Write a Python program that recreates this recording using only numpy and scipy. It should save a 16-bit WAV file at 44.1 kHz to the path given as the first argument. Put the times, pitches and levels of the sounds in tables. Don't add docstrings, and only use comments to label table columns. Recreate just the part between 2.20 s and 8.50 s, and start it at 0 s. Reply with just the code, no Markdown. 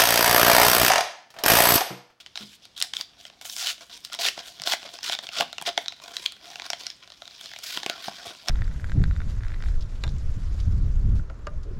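import sys
import numpy as np
from scipy import signal
from scipy.fft import rfft, irfft, next_fast_len
from scipy.io import wavfile
from scipy.ndimage import uniform_filter1d

SR = 44100
rng = np.random.default_rng(int(sys.argv[2]) if len(sys.argv) > 2 else 0)


def to_wav(s):
    ch = np.atleast_2d(s).T
    pcm = np.round(np.clip(ch, -1, 1) * 32767)
    wavfile.write(sys.argv[1], SR, pcm.astype(np.int16))


N = 277741
TIME = np.arange(N) / SR

# (frequency [Hz], bandwidth [Hz], level [dB])
POUCH_MODES = [(340, 170, -11), (530, 90, -11), (695, 70, 0), (985, 100, -3)]
# (frequency [Hz], bandwidth [Hz], level [dB])
PANEL_MODES = [(1070, 400, 4.5), (1488, 149, 8.5), (1748, 180, -6), (1890, 285, 3.5), (2290, 36, 4)]
# (start [s], end [s], level [dB], swell [dB], first ring [Hz], last ring [Hz], sizzle weight [dB])
TEAR_RUNS = [(1.375, 1.52, -33.5, 4, 5900, 3070, -16), (1.993, 2.091, -29.5, 10.5, 5400, 2350, -12.5),
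             (2.456, 2.542, -31, 9, 5000, 2900, -11.5), (2.833, 2.949, -35.5, -0.5, 4300, 3170, -18),
             (3.458, 3.489, -30, 6, 3630, 3280, -21), (5.427, 5.594, -40.5, 2, 5300, 2830, -9)]


def from_db(db):
    return 10 ** (np.asarray(db) / 20)


def unit_rms(x):
    return x / np.sqrt(np.mean(x ** 2) + 1e-20)


def in_time(rows):
    times, *columns = np.transpose(rows)
    return [np.interp(TIME, times, column) for column in columns]


def at_hz(points, hz):
    frequencies, values = np.transpose(points)
    return np.interp(np.log(np.maximum(hz, 1)), np.log(frequencies), values)


def drift(per_s):
    return unit_rms(np.interp(TIME * per_s, np.arange(8192), rng.standard_normal(8192)))


def band(x, low_hz, high_hz, order=2):
    edges_hz = [low_hz, min(high_hz, .45 * SR)]
    return signal.sosfilt(signal.butter(order, edges_hz, "band", fs=SR, output="sos"), x)


def resonate(x, hz, width_hz):
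    r = np.exp(-np.pi * width_hz / SR)
    poles = [1, -2 * r * np.cos(2 * np.pi * hz / SR), r * r]
    return signal.lfilter(np.sqrt((1 - r * r) / 2) * np.array([1, 0, -1]), poles, x + 1e-18)


def gliding(x, hz, width_hz, block=64):
    r = np.exp(-np.pi * width_hz / SR)
    out, state = np.zeros(len(x)), np.zeros(2)
    for i in range(0, len(x), block):
        poles = [1, -2 * r * np.cos(2 * np.pi * hz[i] / SR), r * r]
        out[i:i + block], state = signal.lfilter([1, 0, -1], poles, x[i:i + block], zi=state)
    return out


def body(x, modes):
    return sum((-1) ** k * from_db(db) * resonate(x, hz, width)
               for k, (hz, width, db) in enumerate(modes))


def room_air(level_db=-62.5):
    # (frequency [Hz], relative density [dB])
    density = [(20, -19), (52, -1), (100, -4), (200, -3), (400, -9), (1500, -13.5), (4000, -12.5),
               (9000, -25.5), (16000, -37)]
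    size = next_fast_len(N, real=True)
    white = rfft(rng.standard_normal(size))
    hz = np.arange(len(white)) * SR / size
    return from_db(level_db) * unit_rms(irfft(white * from_db(at_hz(density, hz)), size)[:N])


def reverberation(x, tail_db=-16, early_db=-17, early_s=0.0096, gap_s=0.0053, size=22050):
    # (frequency [Hz], reverberation time T60 [s])
    decay_times = [(200, 0.52), (700, 0.22), (4000, 0.33), (8000, 0.25), (16000, 0.2)]
    t, edges = np.arange(size) / SR, np.geomspace(100, 18000, 11)
    white = rng.standard_normal((3, size))
    tail = 0
    for k, (low, high) in enumerate(zip(edges, edges[1:])):
        t60 = at_hz(decay_times, np.sqrt(low * high))
        tail = tail + band(white[k % 2], low, high, order=3) * from_db(-60 * t / t60)
    tail = band(tail, 60, 20200, order=1) * (t > 2 * gap_s)
    early = band(white[2], 300, 10500, order=1) * np.exp(-t / early_s) * (t > gap_s / 2)
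    response = from_db(tail_db) * unit_rms(tail) + from_db(early_db) * unit_rms(early)
    return signal.fftconvolve(x, response / np.sqrt(size))[:N]


def bumps(thud_db=-7, rise_s=0.0069, size=22050):
    # (time [s], level [dB], frequency [Hz], T60 [s])
    contacts = [(.203, -39, 208, 0.26), (2.401, -39, 154, 0.053), (3.208, -48, 230, 0.084),
                (3.413, -36, 179, 0.045), (3.474, -15.5, 691, 0.065), (3.486, -35, 390, 0.061),
                (3.5759, -27, 433, 0.05), (5.88, -23.5, 200, 0.027), (6.063, -42, 107, 0.1)]
    out, t = np.zeros(N + SR), np.arange(size) / SR
    for start, level_db, hz, t60 in contacts:
        thud = from_db(thud_db) * unit_rms(band(rng.standard_normal(size), .5 * hz, 1.7 * hz))
        envelope = (1 - np.exp(-t / rise_s)) * from_db(level_db - 60 * t / t60)
        at = int(start * SR)
        out[at:at + size] += envelope * (np.sin(2 * np.pi * hz * t) + thud)
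    return out[:N]


def stroke(start, end, level_db, swell_db, attack_s=0.004, release_s=0.0097):
    span = slice(max(int(start * SR), 0), int((end + 10 * release_s) * SR))
    t, length = TIME[span] - start, max(end - start, attack_s)
    attack = np.clip(t / attack_s, 0, 1)
    hold = from_db(level_db + swell_db * (np.minimum(t / length, 1) - .5))
    release = np.exp(-np.maximum(t - length, 0) / release_s)
    out = np.zeros(N)
    out[span] = attack * hold * release
    return out


def hand_effort(pull_db=-3, pull_lead_s=0.0063):
    # (time [s], level [dB])
    holding = [(0, -64), (1.15, -61), (1.22, -61), (1.58, -60), (2.35, -49), (2.8, -49.5), (3.1, -53.5),
               (3.78, -54.5), (4.2, -55), (4.5, -47), (4.87, -60), (5.15, -49.5), (5.95, -44),
               (6.26, -51.5)]
    # (time [s], pouch weight [dB], sizzle weight [dB])
    film_timbre = [(0, -26, -22), (1.15, -3, -22), (1.35, -13.5, -1), (2.05, -11, -9.5), (2.5, -10.5, -11),
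                   (2.9, -10, -11), (3.48, -8, -15), (4.5, -6.5, -13), (5.2, -12.5, -13.5),
                   (5.5, -9.5, -10), (5.75, -4.5, -15), (6.25, -9, -11)]
    # (start [s], end [s], level [dB], swell [dB], pouch weight [dB], sizzle weight [dB])
    finger_strokes = [(0, 0.012, -42.5, -9, -17.5, -10.5), (0.153, 0.235, -44, 3, -12, -12),
                      (0.248, 0.355, -51.5, 3, -27, -7.5), (.42, 0.475, -57.5, -6, -16, -13),
                      (0.561, 0.646, -42, 6, -13, -8), (0.731, 0.819, -42.5, 6, -14, -8),
                      (0.982, 1.077, -50.5, 5, -25, -9), (1.211, 1.25, -49, -4, -6, -2),
                      (1.246, 1.375, -43, -5.5, -19, 0.5), (1.605, 1.635, -44.5, -2, -4.5, -10),
                      (1.694, 1.77, -44.5, 5.5, -9.5, -11.5), (1.837, 1.857, -44, 8, -34, -8),
                      (1.917, 1.962, -40, -5, -12, -16), (2.164, 2.204, -39.5, 5, -12, -15),
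                      (2.226, 2.295, -44.5, 9, -16, -6.5), (2.65, 2.678, -43.5, -10, 3.5, -12),
                      (2.733, 2.764, -40.5, -13, -7, -11.5), (3.025, 3.052, -40.5, -6, -6, -12),
                      (3.114, 3.202, -33, 17, -13.5, -15), (3.199, 3.213, -30, 3, 4.5, -9.5),
                      (3.572, 3.656, -48, -11, -7, -6), (3.814, 3.922, -45, 0.5, -6, -10),
                      (3.935, 4.066, -43, 1, -9, -9), (4.22, 4.341, -47.5, 5, -6.5, -10.5),
                      (4.436, 4.457, -39, 11.5, -17, -19), (4.59, 4.722, -47, -16, -8.5, -12),
                      (4.82, 4.835, -48, 4, -18, -24), (5.201, 5.32, -48, -15, -30, -13.5),
                      (5.615, 5.705, -48.5, -11, -3, -15), (5.821, 5.89, -38.5, -1, -13, -10.5),
                      (6.052, 6.112, -42.5, -7.5, 2.5, -7), (6.271, 6.31, -35, 6, -4, -12)]
    pulling = sum(stroke(start - pull_lead_s, end, level_db + pull_db, swell_db) ** 2
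                  for start, end, level_db, swell_db, *_ in TEAR_RUNS)
    power = from_db(in_time(holding)[0]) ** 2 + pulling
    pouch, sizzle = power * from_db(in_time(film_timbre)) ** 2
    for *shape, pouch_db, sizzle_db in finger_strokes:
        stroke_power = stroke(*shape) ** 2
        power += stroke_power
        pouch += stroke_power * from_db(pouch_db) ** 2
        sizzle += stroke_power * from_db(sizzle_db) ** 2
    return 10 * np.log10([power, pouch / power, sizzle / power])


def crackles(per_s, jerk_db, spread_db=3.0, slips_per_s=330, average_s=0.055):
    sizes = from_db(spread_db * np.minimum(rng.exponential(1, N), 5) + jerk_db * drift(slips_per_s))
    clicks = sizes * rng.choice([-1, 1], N) * (rng.random(N) < per_s / SR)
    mean_power = np.abs(uniform_filter1d(clicks ** 2, int(average_s * SR)))
    return clicks / np.sqrt(mean_power + 1e-4)


def facets(clicks, spectrum, q, count, flex_db=3.5, flex_per_s=30):
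    out = 0
    for hz in np.geomspace(spectrum[0][0], min(spectrum[-1][0], .45 * SR), count):
        share = clicks * rng.standard_normal(N)
        gain = from_db(at_hz(spectrum, hz) + flex_db * drift(flex_per_s))
        out = out + resonate(share * gain, hz, hz / q)
    return out


def flexing(x, modes, bend=0.045, flex_db=4.5, flex_per_s=24):
    out = 0
    for hz, width, db in modes:
        gain = from_db(db + flex_db * drift(flex_per_s)) * np.sqrt(width)
        bent_hz = hz * np.exp(bend * drift(flex_per_s))
        out = out + gain * gliding(x, bent_hz, width, block=128)
    return out


def rustle(level_db, pouch_db, sizzle_db, panel_db=-4, sliding_db=-3):
    # (time [s], crackle rate [1/s], jerkiness [dB])
    handling = [(0.25, 8600, -0.5), (.8, 3370, 2.5), (2.7, 2290, 2.5), (3.5, 3040, 4), (3.9, 9000, 4),
                (4.9, 4500, 3), (5.8, 5400, 2.5)]
    # (frequency [Hz], level [dB])
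    crease_spectrum = [(2300, -1), (2700, -14.5), (3300, 4), (4000, -5), (5200, 0.5), (6500, -4.5)]
    # (frequency [Hz], level [dB])
    sizzle_spectrum = [(6500, 4), (10000, -7), (16000, -6.5)]
    clicks = crackles(*in_time(handling))
    sliding = from_db(sliding_db) * rng.standard_normal(N)
    crease = unit_rms(band(facets(clicks, crease_spectrum, q=7.3, count=12), 2560, 5670))
    sizzle = unit_rms(band(facets(clicks + sliding, sizzle_spectrum, q=4.6, count=8), 2800, 20000))
    pouch = unit_rms(band(flexing(clicks, POUCH_MODES), 110, 1400))
    panels = unit_rms(band(flexing(clicks, PANEL_MODES), 1100, 2600))
    bright = from_db(-0.5) * (crease + from_db(sizzle_db) * sizzle)
    hollow = from_db(pouch_db - 0.9) * pouch + from_db(panel_db + .5 * pouch_db) * panels
    return from_db(level_db) * (bright + hollow)


def surges(per_s=150, spread_db=0.0, relax_s=0.0044, steady_db=-7):
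    jerks = (rng.random(N) < per_s / SR) * from_db(spread_db * np.clip(rng.standard_normal(N), -2, 2))
    force = from_db(steady_db) + signal.lfilter([1], [1, -np.exp(-1 / (relax_s * SR))], jerks + 1e-18)
    return force / np.sqrt(uniform_filter1d(force ** 2, SR // 40))


def tearing(slips_per_s=2800, jitter=.45, uneven_db=3, seam_db=-4, panel_db=-12, fade_s=0.011):
    out, force = np.zeros(N), surges()
    for start, end, level_db, swell_db, start_hz, end_hz, sizzle_db in TEAR_RUNS:
        span = slice(int(start * SR), int(end * SR))
        t = TIME[span] - TIME[span][0]
        from_middle = t / t[-1] - .5
        at = np.cumsum(np.exp(jitter * rng.standard_normal(4096))) * SR / slips_per_s
        sizes = from_db(uneven_db * rng.standard_normal(4096))
        inside = at < len(t)
        slips = np.bincount(at[inside].astype(int), sizes[inside], len(t)) * force[span]
        flap_hz = np.geomspace(start_hz, end_hz, len(t))
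        flap = unit_rms(band(gliding(slips, flap_hz, width_hz=1500), 1060, 8800))
        panels = from_db(panel_db) * unit_rms(band(body(slips, PANEL_MODES), 910, 1780))
        seam = from_db(seam_db) * unit_rms(band(slips, 1800, 4900))
        sizzle = unit_rms(band(slips, 10500, 25400, order=3) + band(slips, 8500, 10000))
        sizzle *= from_db(sizzle_db - 0.5) * (end_hz / start_hz) ** from_middle
        fade = np.minimum(np.minimum(t, t[-1] - t) / fade_s, 1)
        envelope = from_db(level_db + swell_db * from_middle) * fade
        out[span] += envelope * (unit_rms(flap + panels + seam) + sizzle)
    return out


def snap(ring_hz, pouch_db, sizzle_db, slip_db=-18, slip_s=.0012, rebound_db=-6, size=2048):
    t = np.arange(size) / SR
    kick = (t == 0) * rng.choice([-1, 1])
    after = from_db(slip_db) * rng.standard_normal(size) * np.exp(-t / slip_s)
    rebound_at = int(rng.uniform(.0003, .0015) * SR)
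    after[rebound_at] += from_db(rebound_db) * rng.choice([-1, 1])
    force = kick + after
    grip = [np.exp(rng.normal(0, 0.085)), 2, 1]
    facet = unit_rms(band(resonate(force, ring_hz, width_hz=380), 2700, 4670, order=1))
    crack = from_db(-2) * unit_rms(band(force, 2850, 5550))
    sizzle = unit_rms(band(resonate(kick + .5 * after, 7730, width_hz=2250), 7800, 20300))
    pouch = unit_rms(band(body(force, np.array(POUCH_MODES) * grip), 110, 1400))
    panels = unit_rms(band(body(force, np.array(PANEL_MODES) * grip), 550, 4100))
    bright = unit_rms(facet + crack) + from_db(sizzle_db - 6.5) * sizzle
    hollow = from_db(pouch_db) * pouch + from_db(0.46 * pouch_db - 5) * panels
    return (bright + hollow) * np.sqrt(0.0046 * SR / size)


def snaps(rows):
    out = np.zeros(N + SR)
    for start, level_db, ring_hz, pouch_db, sizzle_db in rows:
        transient, at = snap(ring_hz, pouch_db, sizzle_db), int(start * SR)
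        out[at:at + len(transient)] += from_db(level_db) * transient
    return out[:N]


def lesser_creases(effort_db, per_s=5.4, over_effort_db=13, ceiling_db=-46.5, facet_hz=3400):
    step = SR // 100
    slots = np.arange(0, N - 1, step)
    buckles = rng.random(len(slots)) < per_s * step / SR
    scatter = rng.standard_normal((len(slots), 3)) * [3, 0.35, 3]
    rows = []
    for at, (size_db, octaves, hollow_db) in zip(slots[buckles], scatter[buckles]):
        level_db = min(effort_db[at] + over_effort_db + size_db, ceiling_db)
        pouch_db, sizzle_db = hollow_db - 6, 10 * octaves - 25
        rows.append((at / SR, level_db, facet_hz * 2 ** octaves, pouch_db, sizzle_db))
    return snaps(rows)


def main_creases():
    # (time [s], level [dB], ring frequency [Hz], pouch weight [dB], sizzle weight [dB])
    bucklings = [(.0626, -41.5, 3170, -17, -18), (.1567, -34.5, 3600, -14, -14),
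                 (.175, -31.5, 3900, -14, -22), (.4536, -47, 3880, -12, -1), (.578, -38.5, 4450, -24, -1),
                 (.6022, -35.5, 4560, -35, 3), (.6148, -25.5, 3440, -22, -29), (.6247, -22, 4740, -25, 3),
                 (.7365, -29, 3300, -15.5, -35), (.7677, -25.5, 3500, -46, -29), (.811, -28, 4700, -22, -7),
                 (1.0526, -41, 3200, -12, -25), (1.2131, -44.5, 3180, -6, -1),
                 (1.2525, -41.5, 3180, -5, -10), (1.2985, -35.5, 5500, -25, -14),
                 (1.365, -33.5, 5360, -19, 1.5), (1.471, -26, 2940, -19, -2.5),
                 (1.8494, -34.5, 4800, -28, -2), (1.932, -39, 3880, -14, 4.5),
                 (1.9406, -33.5, 3350, -15, -16), (1.9485, -37, 3860, -8, 1),
                 (1.9897, -32.5, 3540, -21, -17), (2.0515, -25, 3600, -10.5, -18),
                 (2.086, -21.5, 2690, -18, -13), (2.1774, -43.5, 3600, 7, -12),
                 (2.3987, -39, 3330, -10, -16), (2.419, -35, 4870, -10, 0), (2.4372, -33, 5340, -26, -15),
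                 (2.4736, -23.5, 3760, -8, -10), (2.5209, -23.5, 3300, -9.5, -13),
                 (2.5358, -27.5, 2100, 1, -18), (2.6298, -42.5, 2570, -4, -29), (2.788, -41, 5000, -6, -19),
                 (2.8311, -34.5, 5500, -29, -7), (2.8971, -28.5, 3250, -4.5, -34),
                 (2.9235, -27.5, 3400, -12, -5), (2.9316, -27, 3420, -13, -28),
                 (2.9504, -30.5, 3700, -14, -16), (2.9889, -31.5, 3730, -8, -16),
                 (3.069, -36, 3330, -19, -18), (3.0897, -34.5, 2800, -10.5, -11),
                 (3.1662, -39, 4400, -9, -16), (3.2082, -21, 2870, -2, -7), (3.2236, -40.5, 3420, 10, -15),
                 (3.329, -36, 3840, -7.5, -5.5), (3.3824, -31.5, 2860, -10, -43),
                 (3.414, -40, 3350, 0.5, 1), (3.4234, -40, 3220, 1.5, 6.5), (3.4655, -30, 3400, -20, -10),
                 (3.4903, -29.5, 3220, -11, -19), (3.5771, -21.5, 3460, -1.5, -38),
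                 (3.66, -37.5, 3480, -12, -20), (3.6825, -25.5, 3940, -32, -20),
                 (3.723, -41.5, 2490, -7.5, -12), (3.9676, -27.5, 3900, -22, -7.5),
                 (4.061, -20.5, 3330, -34, -14), (4.1218, -41.5, 4000, -21, -0.5),
                 (4.3575, -36, 2780, -10, -17), (4.3981, -36.5, 2230, -8, -20),
                 (4.42, -37, 3830, -6.5, -22), (4.5022, -26.5, 5360, -9, -7),
                 (4.5326, -28.5, 3130, -5, -35), (4.6671, -29, 5420, -22, -30),
                 (4.7023, -35.5, 5100, -26, -17), (4.8757, -50, 4060, -7, -9),
                 (4.9024, -46.5, 4220, -9, -25), (4.9206, -45, 4040, -11.5, -28),
                 (5.0206, -41, 3900, -4, -23), (5.0544, -44.5, 3830, -25, -10),
                 (5.0777, -41.5, 3740, -16, -8.5), (5.2114, -40.5, 3450, -14, -3),
                 (5.2589, -39.5, 4200, -17, -6), (5.3158, -44, 1900, -10, -15),
                 (5.3364, -41.5, 1800, -7.5, -14), (5.3621, -41.5, 3230, -6, -15),
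                 (5.3884, -44, 5540, -8, 4), (5.5737, -27.5, 3100, -8.5, -21),
                 (5.6325, -33.5, 3640, -6, -34), (5.6627, -28.5, 3530, -2.5, -5),
                 (5.6979, -26, 3760, -6, -5.5), (5.8824, -40.5, 3800, 11.5, -14),
                 (6.2846, -24.5, 5400, -10.5, -6.5), (6.2922, -33.5, 3710, 0, -6)]
    return snaps(bucklings)


def scene(snap_db=3.0, rustle_db=-0.4, tear_db=2.46):
    effort_db, pouch_db, sizzle_db = hand_effort()
    pack = from_db(snap_db) * main_creases() + lesser_creases(effort_db)
    pack += from_db(rustle_db) * rustle(effort_db, pouch_db, sizzle_db)
    pack += from_db(tear_db) * tearing() + bumps()
    return (pack + reverberation(pack) + room_air())[None]


def record(dry, cutoff_hz=15850):
    return signal.sosfilt(signal.ellip(10, .1, 95, cutoff_hz, fs=SR, output="sos"), dry)


dry = scene()
out = record(dry)
to_wav(out)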